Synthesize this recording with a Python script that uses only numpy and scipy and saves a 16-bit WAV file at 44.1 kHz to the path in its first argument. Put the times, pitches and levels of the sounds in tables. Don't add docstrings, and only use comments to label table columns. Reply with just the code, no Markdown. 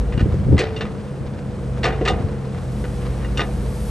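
import sys
import numpy as np
from scipy import signal
from scipy.fft import rfft, irfft
from scipy.io import wavfile
from scipy.ndimage import uniform_filter1d

SR = 44100
rng = np.random.default_rng(int(sys.argv[2]) if len(sys.argv) > 2 else 0)


def store_pcm(level_fs):
    pcm = np.round(np.clip(level_fs, -1, 1) * 32767).astype(np.int16)
    wavfile.write(sys.argv[1], SR, np.atleast_2d(pcm).T)


N = 171990


def amp(db):
    return 10 ** (np.asarray(db) / 20)


def unit(x):
    return x / np.sqrt(np.mean(x ** 2))


def curve(table, axis):
    rows = np.array(table)
    return np.interp(np.arange(N) / SR, rows[:, 0], rows[:, axis])


def noise(points, tilt_db=0, size=N):
    hz, db = np.array(points).T
    octave = np.log2(np.maximum(np.fft.rfftfreq(size, 1 / SR), 10))
    spectrum_db = np.interp(octave, np.log2(hz), db)
    spectrum_db = spectrum_db + tilt_db * np.minimum(octave, np.log2(hz[-1]))
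    phase = 2 * np.pi * rng.random(len(spectrum_db))
    return unit(irfft(amp(spectrum_db) * np.exp(1j * phase), size))


def wide(points, width_db, tilt_db=0, size=N):
    middle = noise(points, tilt_db, size)
    side = amp(width_db) * noise(points, tilt_db, size)
    return middle + np.array([[1], [-1]]) * side


def walk(rate):
    k = int(SR / rate)
    steps = np.repeat(rng.standard_normal(N // k + 1), k)
    smooth = uniform_filter1d(uniform_filter1d(steps, k), k)
    return unit(smooth[:N])


def turns(hz):
    return np.cumsum(hz) / SR + rng.random()


def tone(cycles):
    return np.sqrt(2) * np.sin(2 * np.pi * cycles)


def fade(t, attack_s, t60):
    return np.minimum(t / attack_s, 1) * np.exp(-np.log(1000) * np.maximum(t - attack_s, 0) / t60)


def burst(envelope, sound):
    shaped = envelope * sound
    return unit(shaped) * np.sqrt(np.mean(envelope ** 2))


def add(out, start, sound):
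    i = int(start * SR)
    out[:, i:i + sound.shape[-1]] += sound[..., :N - i]


FLUTTER_DB = 1.5
WIDTH_DB = -10.5

# time in seconds, pitch in Hz, level in dB before the lope.
TRUCK_THROB = [(0, 53.3, -17), (.7, 57.3, -55), (1.38, 58.29, -42.5), (1.7, 57.93, -29),
               (2.15, 56.9, -26.5), (2.4, 57, -39), (2.85, 55.8, -25.5), (3.35, 56, -25.5),
               (3.9, 55.4, -26)]
# pitch in Hz, level in dB before the swell, relative waver.
TRUCK_DRONE = [(206.3, -37.5, 0.003), (283, -47.5, 0.0043), (487.4, -42.5, 0.0079)]
THROB_FLUTTER_DB, LOPE_DEPTH, LOPE_FIRINGS = 2, .45, 4
DRONE_FOLLOWS = 0.24


def truck():
    throb_db = curve(TRUCK_THROB, axis=2)
    cycles = turns(curve(TRUCK_THROB, axis=1))
    lope = 1 + LOPE_DEPTH * np.sin(2 * np.pi * cycles / LOPE_FIRINGS)
    throb = amp(throb_db + THROB_FLUTTER_DB * walk(20)) * lope * tone(cycles)
    drone = 0
    for hz, db, waver in TRUCK_DRONE:
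        line = tone(turns(hz * (1 + waver * walk(20))))
        drone = drone + amp(db + FLUTTER_DB * walk(10)) * line
    swell_db = DRONE_FOLLOWS * (throb_db - throb_db.mean())
    return throb + amp(swell_db) * drone


# time in seconds, firing rate in Hz before the wobble.
FIRING_RATE = [(0, 134.1), (.3, 129.2), (.6, 129.8), (.85, 136), (1.4, 134.6), (1.6, 129.5), (1.78, 127.6),
               (1.95, 134.1), (2.42, 134.8), (2.62, 127.5), (3.25, 124.6), (3.4, 132.9), (3.56, 125.5),
               (3.9, 128)]
# time in seconds, then changes in dB of firing note, rumble with clatter, and hiss.
ENGINE_EFFORT = [(0, -2, 0, 0), (.5, 5, -1.5, -1.5), (.75, -13, 1, -3), (1.1, -5.5, -2.5, -1.5),
                 (1.38, -2.5, -2, -3), (1.6, 2, -2, -0.5), (2.15, 0, 2, -0.5), (2.42, 2, -1.5, -1),
                 (2.8, 0, -2, 4), (3.3, 0, 0, 3.5), (3.65, 2.5, -1, 5), (3.9, -3.5, -3.5, 7)]
# multiple of the firing rate, level in dB at the free firing rate before effort,
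# dB gained per Hz of sag under load.
EXHAUST_ORDERS = [(2 / 3, -37, 0.26), (1, -29.5, -0.14), (4 / 3, -44, 0.62), (3 / 2, -48, 0.89),
                  (8 / 3, -50.5, 0.21)]
# frequency in Hz, relative level in dB per Hz.
RUMBLE_SPECTRUM = [(20, -5), (45, -3), (85, 3), (140, -0.5), (215, -0.5), (255, -8.5), (400, -8.5),
                   (490, -6.5), (570, -12), (900, -20.5), (1500, -25.5), (3000, -38.5), (8000, -66)]
# frequency in Hz, relative level in dB per Hz.
HISS_SPECTRUM = [(500, 12), (1500, -3), (3000, -4), (5500, -5), (7200, -7.5), (9000, -3.5), (10300, -10),
                 (11200, -8.5), (12500, -54)]
# frequency in Hz, relative level in dB per Hz.
SIZZLE_SPECTRUM = [(7500, -17), (9500, -1), (11800, -8), (13000, -25)]
FREE_FIRING_HZ, WOBBLE = 132.6, 0.005
RUMBLE_DB, CLATTER_DB, HISS_DB, SIZZLE_DB = -28, -46, -47, -72.5
CLATTER_HZ, CLATTER_SHARE = 1080, 1
SIZZLE_GROWTH = 4


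def excavator():
    firing_hz = curve(FIRING_RATE, axis=1)
    cycles = turns(firing_hz * (1 + WOBBLE * walk(25)))
    sag_hz = FREE_FIRING_HZ - firing_hz
    note = 0
    for multiple, db, load_db in EXHAUST_ORDERS:
        order_db = db + load_db * sag_hz + FLUTTER_DB * walk(14)
        note = note + amp(order_db) * tone(multiple * cycles + rng.random())

    band = [(CLATTER_HZ / 8, -25), (CLATTER_HZ / 2, -2), (CLATTER_HZ, -2),
            (CLATTER_HZ * 4, -17), (CLATTER_HZ * 12, -42)]
    knocks = unit(np.exp(-(cycles % 1) / CLATTER_SHARE) * amp(3.3 * walk(90)))
    clatter = knocks * wide(band, WIDTH_DB)
    body = amp(RUMBLE_DB) * wide(RUMBLE_SPECTRUM, WIDTH_DB) + amp(CLATTER_DB) * clatter

    hiss_effort_db = curve(ENGINE_EFFORT, axis=3)
    hiss = amp(HISS_DB + hiss_effort_db) * wide(HISS_SPECTRUM, WIDTH_DB)
    sizzle = amp(SIZZLE_DB + SIZZLE_GROWTH * hiss_effort_db) * noise(SIZZLE_SPECTRUM)
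    engine = amp(curve(ENGINE_EFFORT, axis=1)) * note + amp(curve(ENGINE_EFFORT, axis=2)) * body
    return engine + hiss + sizzle


# time in seconds, level in dB.
TUMBLE_LEVEL = [(.1, -40.5), (.22, -22.5), (.43, -21.5), (.55, -29), (.63, -73)]
# frequency in Hz, relative level in dB per Hz.
TUMBLING_EARTH = [(40, -17), (85, 7), (220, 1.5), (330, -25.5), (520, -22), (1200, -61.5)]
# start in seconds, level in dB, tilt in dB per octave, t60 in seconds.
CLOD_THUDS = [(.14, -13, -4, .07), (.175, -8, -1.5, 0.053), (0.207, -11, 1.5, .07),
              (0.225, -8, -4.5, 0.095), (.256, -14, 3, 0.11), (.327, -9.5, -4.5, 0.084),
              (0.341, -15.5, 6.5, 0.028), (.388, -15.5, -2, 0.1), (0.462, -12, -2.5, 0.11),
              (.484, -10.5, -2, 0.15), (.509, -8.5, -2, 0.094), (.519, -11, 4.5, 0.068),
              (.526, -6, -0.5, 0.1), (.541, -6.5, 4, 0.082), (.567, -12.5, -7.5, 0.11),
              (.843, -17, 2.5, 0.061), (1.204, -18, -2.5, .096), (2.117, -14.5, -1.5, .08),
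              (2.195, -13.5, -1, 0.042), (2.241, -10.5, -5, 0.067)]
# frequency in Hz, relative level in dB per Hz.
CLOD_SPECTRUM = [(25, -23), (48, -1), (75, 6.5), (130, -12), (220, -9.5), (330, -10.5), (520, -23),
                 (900, -56), (3000, -77), (12000, -100)]
THUD_ATTACK_S, THUD_WIDTH_DB = 0.00293, -12.5
PUSH_S, PUSH_DB = 0.003, 1
PUSH_TILT_DB = 12.5


def clods():
    out = amp(curve(TUMBLE_LEVEL, axis=1)) * wide(TUMBLING_EARTH, THUD_WIDTH_DB)
    t = np.arange(SR // 2) / SR
    for start, db, tilt_db, t60 in CLOD_THUDS:
        push_s = PUSH_S * 2 ** (-tilt_db / PUSH_TILT_DB)
        u = t / push_s - 2
        push = amp(PUSH_DB) * (1 - 2 * u ** 2) * np.exp(-u ** 2)
        rumble = wide(CLOD_SPECTRUM, THUD_WIDTH_DB, tilt_db, size=len(t))
        add(out, start, amp(db) * burst(fade(t, THUD_ATTACK_S, t60), push + rumble))
    return out


# start in seconds, level in dB,
# ring length as a share of the free ring (earth damps it).
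SHELL_KNOCKS = [(.592, -20.5, 0.69), (1.842, -23, 0.52), (2.011, -16.5, 0.21), (2.1, -23.5, 0.62)]
# pitch in Hz, relative level in dB, free t60 in seconds.
SHELL_RING_MODES = [(340.4, -1.5, 0.19), (381.2, 0, 0.24), (443.5, -5.5, 1.96), (494.8, 0, 0.19),
                    (586, -13.5, 0.63), (723, -14, 0.81)]
SHELL_WOBBLE, SHELL_FLUTTER_DB = 0.0071, 0.5


def shell():
    out, t = np.zeros((2, N)), np.arange(SR) / SR
    for start, db, freedom in SHELL_KNOCKS:
        wavering_t = np.cumsum(1 + SHELL_WOBBLE * walk(65.0))[:len(t)] / SR
        ring = 0
        for hz, mode_db, t60 in SHELL_RING_MODES:
            ring = ring + amp(mode_db) * fade(t, 0.0051, t60 * freedom) * tone(hz * wavering_t)
        add(out, start, amp(db + SHELL_FLUTTER_DB * walk(39.3)[:len(t)]) * ring)
    return out


RATTLE_DB, RATTLE_RATE = 2.5, 350


def crunch(size):
    return amp(RATTLE_DB * walk(RATTLE_RATE))[:size]


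# pitch in Hz, relative level in dB, t60 in seconds.
LINKAGE_MODES = [(770, -1, .3), (1227, -1.5, 0.28), (1487, 1, 0.084), (1740, -16, 0.27), (1868, -1, 0.062),
                 (1967, -2.5, 0.075), (2465, -17.5, 0.42), (2743, -2, 0.11), (2840, 4.5, .11),
                 (3620, 1, 0.093), (3970, -10, 0.092), (4450, 0.5, 0.041), (5370, -3, 0.075),
                 (5740, 1.5, 0.034)]
RESONANCE_DB, RESONANCE_WIDTH_HZ = 6, 47


def linkage(x):
    hz = np.fft.rfftfreq(N, 1 / SR)
    peaks = sum(1 / (1 + 2j * (hz - mode_hz) / RESONANCE_WIDTH_HZ) for mode_hz, _, _ in LINKAGE_MODES)
    gain = 1 + (amp(RESONANCE_DB) - 1) * peaks
    return irfft(rfft(x) * gain, N) / amp(RESONANCE_DB) ** (1 / 3)


# start in seconds, crash level in dB before the linkage, tilt in dB per octave,
# ring against crash in dB, frequency in Hz around which the modes ring most.
BUCKET_CLANKS = [(.123, -33, -1, -12, 2170), (.176, -33, -1, -2, 2720), (.194, -28.5, 0, -4, 1570),
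                 (.566, -30, -3.5, -17, 1983), (0.579, -20.5, 1, -23, 2050), (.59, -20, 4.5, -12, 2100),
                 (.763, -35, 3, 5, 2900), (.808, -23.5, -0.5, -8.5, 3440), (.852, -28.5, -3.5, -11, 1390),
                 (1.831, -23, 1.5, -5, 1810), (1.841, -13.5, -2, -10.5, 4200), (1.853, -21, 1, -3, 1530),
                 (1.927, -25, -6, -13, 2317), (2.012, -28.5, -4, -13, 2000), (2.051, -26.5, 2.5, -8, 2500),
                 (2.058, -18.5, -1.5, -14, 2380), (2.076, -16, -0.5, -7, 1300),
                 (2.082, -22.5, 4.5, 3.5, 3300), (2.84, -28, -3.5, -8, 1490), (3.246, -41.5, -2, 8, 2040),
                 (3.373, -26.5, 3.5, 3.5, 2860), (3.383, -23, -9.5, -10, 1250),
                 (3.393, -18.5, -2.5, -2, 1690), (3.404, -20.5, -2, -4.5, 3900)]
# frequency in Hz, relative level in dB per Hz.
STEEL_SPECTRUM = [(100, -19), (280, -8), (400, 8), (750, 1.5), (930, 0), (1500, -1.5), (2050, 1),
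                  (3200, -4), (4300, -9), (6200, -18), (9000, -24), (12000, -48.5)]
# start in seconds, level in dB before the
# linkage, tilt in dB per octave, t60 in seconds.
RATTLE_FALLS = [(.595, -25.5, 5.5, 0.31), (1.85, -22, 1, 0.43), (2.075, -20, -2.5, 0.38),
                (3.4, -21.5, -4, 0.26)]
# frequency in Hz, relative level in dB per Hz.
RATTLE_SPECTRUM = [(200, 6), (420, 11.5), (750, 12), (1000, 1), (2100, -1), (3000, -11), (4500, -18),
                   (12000, -60)]
CLANK_ATTACK_S, CLANK_T60_S, RATTLE_RISE_S = 0.0014, 0.12, 0.023
FOCUS_DB_PER_OCTAVE = 20


def bucket():
    crashes, rings, t = np.zeros((2, N)), np.zeros((2, N)), np.arange(SR) / SR
    hz, mode_db, t60 = np.array(LINKAGE_MODES).T[:, :, None]
    for start, db, tilt_db, ring_db, focus_hz in BUCKET_CLANKS:
        grinding = crunch(len(t)) * noise(STEEL_SPECTRUM, tilt_db, size=len(t))
        crash = burst(fade(t, CLANK_ATTACK_S, CLANK_T60_S), grinding)
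        add(crashes, start, amp(db) * crash)

        focus_loss_db = FOCUS_DB_PER_OCTAVE * abs(np.log2(hz / focus_hz))
        gains = amp(mode_db - focus_loss_db + rng.standard_normal(hz.shape))
        pitch = hz * (1 + 0.002 * rng.standard_normal(hz.shape))
        modes = gains * fade(t, CLANK_ATTACK_S, t60) * tone(pitch * t + rng.random(hz.shape))
        ring = modes.sum(axis=0) / np.linalg.norm(gains)
        add(rings, start, amp(db + ring_db) * ring)
    for start, db, tilt_db, decay_s in RATTLE_FALLS:
        rattle = crunch(len(t)) * wide(RATTLE_SPECTRUM, WIDTH_DB, tilt_db, size=len(t))
        add(crashes, start, amp(db) * burst(fade(t, RATTLE_RISE_S, decay_s), rattle))
    return linkage(crashes) + rings


def scene():
    return truck() + excavator() + clods() + shell() + bucket()


# frequency in Hz, radians by which the left leads.
PORT_LEAD = [(0, 0), (1700, 0.22), (2700, 0.6), (4500, 0.74), (6400, 0), (8000, -0.5), (10100, -2.5),
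             (11400, -5.5)]
# frequency in Hz, left minus right in dB.
PORT_LEVEL = [(100, 0.33), (700, -0.52), (2200, 0.86)]
LOW_CUT_HZ, TOP_HZ = 42.6, 12600
CEILING = .86


def record(dry):
    hz = np.fft.rfftfreq(N, 1 / SR)
    phase = np.interp(hz, *np.array(PORT_LEAD).T)
    balance_db = np.interp(hz, *np.array(PORT_LEVEL).T)
    left = amp(balance_db / 2) * np.exp(1j * phase)
    right = amp(-balance_db / 2)
    ports = irfft(rfft(dry) * np.array([left, right]), N)
    ports = signal.sosfilt(signal.butter(2, LOW_CUT_HZ, "high", fs=SR, output="sos"), ports)
    ports = ports / (1 + (ports / CEILING) ** 6) ** (1 / 6)
    return signal.sosfilt(signal.ellip(8, .2, 70, TOP_HZ, fs=SR, output="sos"), ports)


dry = scene()
out = record(dry)
store_pcm(out)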